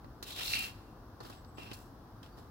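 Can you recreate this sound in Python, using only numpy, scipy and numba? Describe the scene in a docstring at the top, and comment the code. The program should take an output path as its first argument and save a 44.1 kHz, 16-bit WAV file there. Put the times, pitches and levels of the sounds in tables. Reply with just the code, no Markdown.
"""One long gritty scrape of a concrete cap on a brick pillar swells and catches, close to the microphone.
A gloved hand works the cap: a touch comes before the scrape, soft rubs and small knocks follow it.
Cracking sand grains are random clicks, filtered into rasp, hiss and grinding; they also ring the slab's edge.
House fronts add a faint echo, made of fading noise. Behind lie a low outdoor rumble of filtered noise
and a thin, high, far whistle like a small bird's, made of wavering sine tones."""
import sys
import numpy as np
from scipy import signal
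from scipy.fft import rfft, irfft
from scipy.io import wavfile
from numba import njit

SR = 44100
rng = np.random.default_rng(int(sys.argv[2]) if len(sys.argv) > 2 else 0)


def persist_wave(psi):
    """Save psi, clipped to +-1, as 16-bit WAV."""
    counts = np.round(np.clip(psi, -1, 1) * 32767).astype(np.int16)
    wavfile.write(sys.argv[1], SR, np.atleast_2d(counts).T)


N = 110250  # samples: 2.5 s

# Course of the long scrape, each layer before its trim below:
# time_s, edge_db, rasp_db, hiss_db, grinding_db
SCRAPE_LEVELS = [(0.245, -67, -76, -72, -79), (0.267, -70, -60, -58.5, -61), (0.309, -57, -50, -52, -55.5),
                 (0.341, -67, -50, -57, -64), (0.401, -51.5, -47, -50.5, -46),
                 (0.483, -50.5, -43, -45.5, -58), (0.521, -46, -44, -46.5, -53),
                 (0.533, -51, -39.5, -44, -58), (0.563, -38, -43.5, -46.5, -59),
                 (0.647, -46, -51, -48, -53.5), (0.72, -69.5, -74, -68, -65.5)]
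EDGE_TRIM_DB, RASP_TRIM_DB, HISS_TRIM_DB, GRINDING_TRIM_DB = 3, 1.5, 0.5, 5
# Centre of the rasp, which rises with the speed of the slide: time_s, centre_hz
RASP_PITCH = [(.28, 3800), (.37, 3750), (.46, 3940), (.535, 4230), (.6, 4190), (.68, 4220)]
RASP_WIDTH_HZ = 1070.0
# Ways the slab's edge can ring, relative levels: pitch_hz, level_db, fade_by_60_db_s
EDGE_MODES = [(1320, -24, 0.064), (2170, -27, 0.058), (2477, -13, 0.067), (2620, -12, 0.082),
              (2743, -2, 0.057), (2700, -8.5, 0.085), (2890, -9, 0.036), (3130, -9, 0.031),
              (3970, -37, 0.16), (4000, -56, .06), (4840, -20, 0.05), (7740, -22, .015)]

# Tone colours of the grit, relative levels: pitch_hz, level_db
GRINDING_COLOUR = [(150, -29), (400, -1), (900, -2.5), (1500, -1), (2100, -2.5), (3200, 5), (4500, -5),
                   (5700, -10.5), (6400, -33), (16000, -35)]  # broad grinding
HISS_COLOUR = [(1500, -10), (4000, -5), (5600, 2), (6500, -0.5), (7500, 8.5), (8300, -4), (9300, -1),
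               (12000, 2.5), (13500, -0.5), (16000, -4)]  # fine hiss
THUD_COLOUR = [(60, -10), (130, -12.5), (350, 4.5), (600, -1.5), (950, -3), (1170, 2), (1400, -8),
               (1800, -7.5), (3500, -55), (16000, -76)]  # dull thud or low brush
CRACK_COLOUR = [(300, -91), (1500, 6.5), (2300, -3), (3300, 5), (4400, 3.5), (5400, -2.5), (6400, -25),
                (16000, -62)]  # crack or rasp of a rub or knock

# Soft rubs of the glove: start_s, length_s, brush_db, edge_db, rasp_db, hiss_db
RUB_STROKES = [(1.223, 0.056, -62, -74, -59.5, -64), (1.3, 0.043, -64.5, -82, -67.5, -74),
               (1.569, 0.065, -60, -53.5, -60, -65), (1.647, 0.071, -63, -66, -63.5, -73),
               (1.72, 0.095, -77, -111, -74.5, -66.5), (2.239, 0.02, -78, -73, -67.5, -72.5),
               (2.366, 0.011, -59, -93, -66, -68.5)]
RUB_ATTACK_S, RUB_RELEASE_S = 0.0087, 0.053
# Knocks and catches, crack before its trim below:
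# start_s, fade_by_60_db_s, thud_db, edge_db, crack_db, hiss_db, tick_pitch_hz
KNOCK_EVENTS = [(0.0437, 0.041, -44.5, -68, -65.5, -92, 4300), (.2262, 0.086, -46.5, -54, -42.5, -46, 4040),
                (.469, 0.015, -65, -55, -50, -40, 4280), (.4785, 0.018, -67, -41, -29, -51, 4150),
                (.5328, 0.016, -63.5, -53, -31, -54, 4430), (0.5352, 0.014, -75, -24.5, -46, -53, 4300),
                (.5425, 0.032, -68, -50, -30.5, -54, 4100), (0.5532, 0.028, -69, -31, -32, -66, 2450),
                (0.5701, 0.014, -50, -34, -33, -54, 2500), (0.591, 0.024, -76, -58, -54, -38.5, 4200),
                (0.63, 0.032, -59, -44, -48, -46, 4160), (1.203, 0.1, -45.5, -65, -53.5, -65, 4400),
                (1.2484, 0.078, -47, -76, -56, -70, 4700), (1.298, .05, -45, -66, -55.5, -55.5, 4560),
                (1.3255, 0.031, -70, -58, -55, -72, 2400), (1.4465, 0.024, -64, -76, -57, -80, 4400),
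                (1.5821, 0.057, -45, -59, -53.5, -68, 3000),
                (1.7137, 0.062, -44.5, -47.5, -46.5, -68, 2870), (1.732, 0.1, -67, -70, -53.5, -50.5, 4350),
                (2.229, 0.069, -59, -71, -52, -61.5, 3150), (2.261, 0.026, -73, -72, -56, -72, 3100),
                (2.385, 0.026, -58, -74, -59, -68, 4580)]
KNOCK_ATTACK_S, TICK_WIDTH_HZ, CRACK_TRIM_DB = 0.00084, 480.0, -4.5

GRAINS_PER_S, GRAIN_SPREAD_DB = 6500, 2.5
JUDDER_STEPS_PER_S, JUDDER_DB = 170.9, 1.45
# Share of the power that reaches both microphone ports alike, 0 to 1
GRIT_SHARED, EDGE_SHARED = 0.33, 0.57

# Left minus right for sounds at the pillar: pitch_hz, difference_db
PILLAR_BALANCE = [(100, -32), (800, 8.5), (1300, -5), (2000, 1), (2750, 1), (4100, 2), (5100, -11.5),
                  (5800, -16), (6500, 4.5), (7500, -1.5), (8800, 16), (10200, 9), (12400, 6), (14500, 12.5),
                  (16000, 21)]
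# Tone of the echo: pitch_hz, level_db
ECHO_TONE = [(100, -30), (600, 11), (1800, 8), (2700, -1.5), (5000, 3), (16000, 0)]
ECHO_FADE_BY_60_DB_S, ECHO_DB, LEFT_LAG_S = 0.76, -19.5, 0.0004645

# Notes of the far whistle: start_s, length_s, first_pitch_hz, last_pitch_hz, level_db
WHISTLE_NOTES = [(1.277, 0.18, 8100, 7850, -76), (1.44, 0.09, 8100, 7900, -79),
                 (1.516, 0.13, 7900, 7600, -70.5), (1.76, 0.14, 7950, 7900, -82),
                 (2.275, 0.11, 4500, 4670, -75)]
WHISTLE_WAVER, WHISTLE_FLUTTER_DB = 0.014, 4.5  # waver is a fraction of the pitch

# Tone of the outdoor rumble, relative levels: pitch_hz, level_db
OUTDOOR_COLOUR = [(15, -37), (25, -8), (49, 2), (62, -2), (82, -4.5), (113, -0.5), (173, -10), (198, -9.5),
                  (289, -8), (322, -10), (421, -15.5), (495, -14.5), (537, -18.5), (666, -17.5),
                  (804, -15.5), (919, -18.5), (997, -17.5), (1200, -18.5), (1620, -26.5), (2300, -41),
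                  (5280, -39), (7500, -50.5), (15500, -42)]
# How much of the rumble differs between left and right: pitch_hz, side_to_mid_db
OUTDOOR_SIDE = [(30, -22), (100, -18), (300, -14), (700, -8), (1400, -4), (4000, 2), (16000, -1)]
OUTDOOR_DB, OUTDOOR_PAN_DB = -52, 1.7
TOP_HZ = 15800


def scrape():
    """The slab slides and judders: cracking grit gives rasp, hiss and grinding, and rings the edge."""
    t = times()
    first_s, last_s = SCRAPE_LEVELS[0][0], SCRAPE_LEVELS[-1][0]
    fade_in = np.clip((t - first_s) / .005, 0, 1)
    fade_out = np.exp(-np.maximum(t - last_s, 0) / .02)
    force = fade_in * fade_out * judder()
    edge_level, rasp_level, hiss_level, grinding_level = (
        force * undb(curve(SCRAPE_LEVELS, column)) for column in range(1, 5))

    centre = curve(RASP_PITCH)
    rasp = band_pass(band_pass(grit(), centre, RASP_WIDTH_HZ), centre, RASP_WIDTH_HZ)
    return (undb(EDGE_TRIM_DB) * edge(edge_level * grit(EDGE_SHARED))
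            + undb(RASP_TRIM_DB) * rasp_level * unit(rasp)
            + undb(GRINDING_TRIM_DB) * grinding_level * coloured_grit(GRINDING_COLOUR)
            + undb(HISS_TRIM_DB) * hiss_level * coloured_grit(HISS_COLOUR))


def rubs():
    """Short strokes of the glove press the grit softly: attack, hold, release, with a slight judder."""
    t, envelopes = times(), 0
    for start, length, *levels_db in RUB_STROKES:
        attack = np.clip((t - start) / RUB_ATTACK_S, 0, 1)
        release = np.exp(-np.maximum(t - start - length, 0) / RUB_RELEASE_S)
        envelopes = envelopes + undb(levels_db)[:, None] * attack * release
    return contact(*envelopes) * judder()


def knocks():
    """Each knock or catch crushes a quickly fading burst of grit and ticks at its own pitch."""
    t, envelopes = times(), 0
    tick_pitch = np.full(N, float(KNOCK_EVENTS[0][-1]))
    for start, fade_s, *levels_db, pitch_hz in KNOCK_EVENTS:
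        age = np.maximum(t - start, 0)
        shape = np.minimum(age / KNOCK_ATTACK_S, 1) * undb(-60 * age / fade_s)
        envelopes = envelopes + undb(levels_db)[:, None] * shape
        tick_pitch = np.where(t >= start, pitch_hz, tick_pitch)  # held until the next knock
    thud, edge_level, crack, hiss = envelopes
    tick = unit(band_pass(grit(), tick_pitch, TICK_WIDTH_HZ))
    return contact(thud, edge_level, undb(CRACK_TRIM_DB) * crack, hiss) + crack * tick


def contact(thud, edge_level, crack, hiss):
    """Pressed grit sounds in four layers: dull thud, ringing edge, crack and fine hiss."""
    return (thud * coloured_grit(THUD_COLOUR)
            + edge(edge_level * grit(EDGE_SHARED))
            + crack * coloured_grit(CRACK_COLOUR)
            + hiss * coloured_grit(HISS_COLOUR))


def edge(force):
    """The slab's edge, struck by grains, rings as a sum of fading sine tones."""
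    t = times()[:SR // 4]
    response = 0
    for pitch_hz, level_db, fade_s in EDGE_MODES:
        response = response + undb(level_db - 60 * t / fade_s) * np.sin(2 * np.pi * pitch_hz * t)
    return ring(force, unit_energy(response))


def grit(shared=GRIT_SHARED):
    """Sand grains break in dense random clicks of uneven size, partly shared by the two ports."""
    hit = rng.random((3, N)) < GRAINS_PER_S / SR
    size = undb(GRAIN_SPREAD_DB * np.minimum(rng.exponential(size=(3, N)), 4))
    clicks = hit * size * rng.standard_normal((3, N))
    common, separate = clicks[0], clicks[1:]
    return unit(np.sqrt(shared) * common + np.sqrt(1 - shared) * separate)


def coloured_grit(points):
    """Fresh grit filtered to a tone colour, at an average level of 1."""
    return unit(colour(grit(), points))


def judder():
    """The rubbing force trembles at random, heard as a small rough change of level."""
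    return undb(JUDDER_DB * walk(JUDDER_STEPS_PER_S))


def place(pillar):
    """Sound reaches the right port before the left; the house fronts return a faint echo."""
    tails = np.array([echo_tail(), echo_tail()])
    echo = colour(ring(pillar, tails), ECHO_TONE)
    lag = np.exp(-2j * np.pi * bin_hz() * LEFT_LAG_S)
    lean = np.sqrt(gains(PILLAR_BALANCE))  # half of the difference on each side
    return irfft(rfft(pillar + undb(ECHO_DB) * echo) * np.array([lag * lean, 1 / lean]), N)


def echo_tail():
    """Many reflections arrive as a fading spray of random noise."""
    return unit_energy(rng.standard_normal(N) * undb(-60 * times() / ECHO_FADE_BY_60_DB_S))


def whistle(pan_db=6):
    """Thin sine notes waver and glide in pitch while their level flutters."""
    notes, waver = 0, 1 + WHISTLE_WAVER * walk(440)
    for start, length, first_hz, last_hz, level_db in WHISTLE_NOTES:
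        part = np.clip((times() - start) / length, 0, 1)
        pitch = (first_hz + (last_hz - first_hz) * part) * waver
        tone = np.sin(2 * np.pi * np.cumsum(pitch) / SR)
        notes = notes + undb(level_db) * np.sin(np.pi * part) * tone
    return notes * undb(WHISTLE_FLUTTER_DB * walk(70)) * pan(pan_db)


def outdoors():
    """Steady far rumble of noise, nearly alike on both sides in the bass and more diffuse above."""
    mid = unit(colour(rng.standard_normal(N), OUTDOOR_COLOUR))
    side = unit(colour(rng.standard_normal(N), OUTDOOR_COLOUR))
    side = colour(side, OUTDOOR_SIDE)
    return undb(OUTDOOR_DB) * np.array([mid + side, mid - side]) * pan(OUTDOOR_PAN_DB)


def pan(left_minus_right_db):
    """Gains that lean a sound to the left."""
    return undb(np.array([[left_minus_right_db], [-left_minus_right_db]]) / 2)


def undb(db):
    """Decibels to a plain gain."""
    return 10 ** (np.asarray(db) / 20)


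def unit(x):
    """Scale to an average (RMS) level of 1."""
    return x / np.sqrt(np.mean(x ** 2))


def unit_energy(response):
    """Scale so that the squares add up to 1."""
    return response / np.sqrt(np.sum(response ** 2))


def times():
    """Time of every sample in seconds."""
    return np.arange(N) / SR


def bin_hz():
    """Frequency of every spectrum bin in Hz."""
    return np.arange(N // 2 + 1) * SR / N


def curve(table, column=1):
    """A table column joined by straight lines in time."""
    rows = np.array(table)
    return np.interp(times(), rows[:, 0], rows[:, column])


def gains(points):
    """Gain at each frequency, joined in dB along a logarithmic pitch scale."""
    hz, db = np.array(points).T
    return undb(np.interp(np.log(bin_hz() + 1), np.log(hz), db))  # +1 avoids log of zero


def colour(x, points):
    """Filter a sound to a tone colour."""
    return irfft(rfft(x) * gains(points), N)


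def ring(x, response):
    """Let every moment of a sound set off the response."""
    return signal.fftconvolve(x, np.atleast_2d(response), axes=1)[:, :N]


def walk(steps_per_s):
    """Random wander with a spread of 1: random points joined by straight lines."""
    points = rng.standard_normal(4096)
    return unit(np.interp(times() * steps_per_s, np.arange(len(points)), points))


def band_pass(sides, centre, width_hz):
    """Send each side through the moving resonance."""
    return np.array([resonance(side, centre, width_hz) for side in sides])


@njit
def resonance(x, centre_hz, width_hz):
    """Two linked stores swap energy and pass a band around a moving centre."""
    out, band, low = np.empty(len(x)), 0., 0.
    for i in range(len(x)):
        g = np.tan(np.pi * centre_hz[i] / SR)
        damping = width_hz / centre_hz[i]
        v = (band + g * (x[i] - low)) / (1 + g * (g + damping))
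        band = 2 * v - band
        low = low + 2 * g * v
        out[i] = damping * v
    return out


def scene():
    """The pillar sounds with their echo, over the whistle and the outdoor rumble."""
    return place(scrape() + rubs() + knocks()) + whistle() + outdoors()


def record(dry):
    """The recorder cuts the deepest bass and the top."""
    bass_cut = signal.butter(6, 36, "highpass", fs=SR, output="sos")
    top_cut = signal.ellip(10, .2, 80, TOP_HZ, fs=SR, output="sos")
    return signal.sosfilt(top_cut, signal.sosfilt(bass_cut, dry))


dry = scene()
out = record(dry)
persist_wave(out)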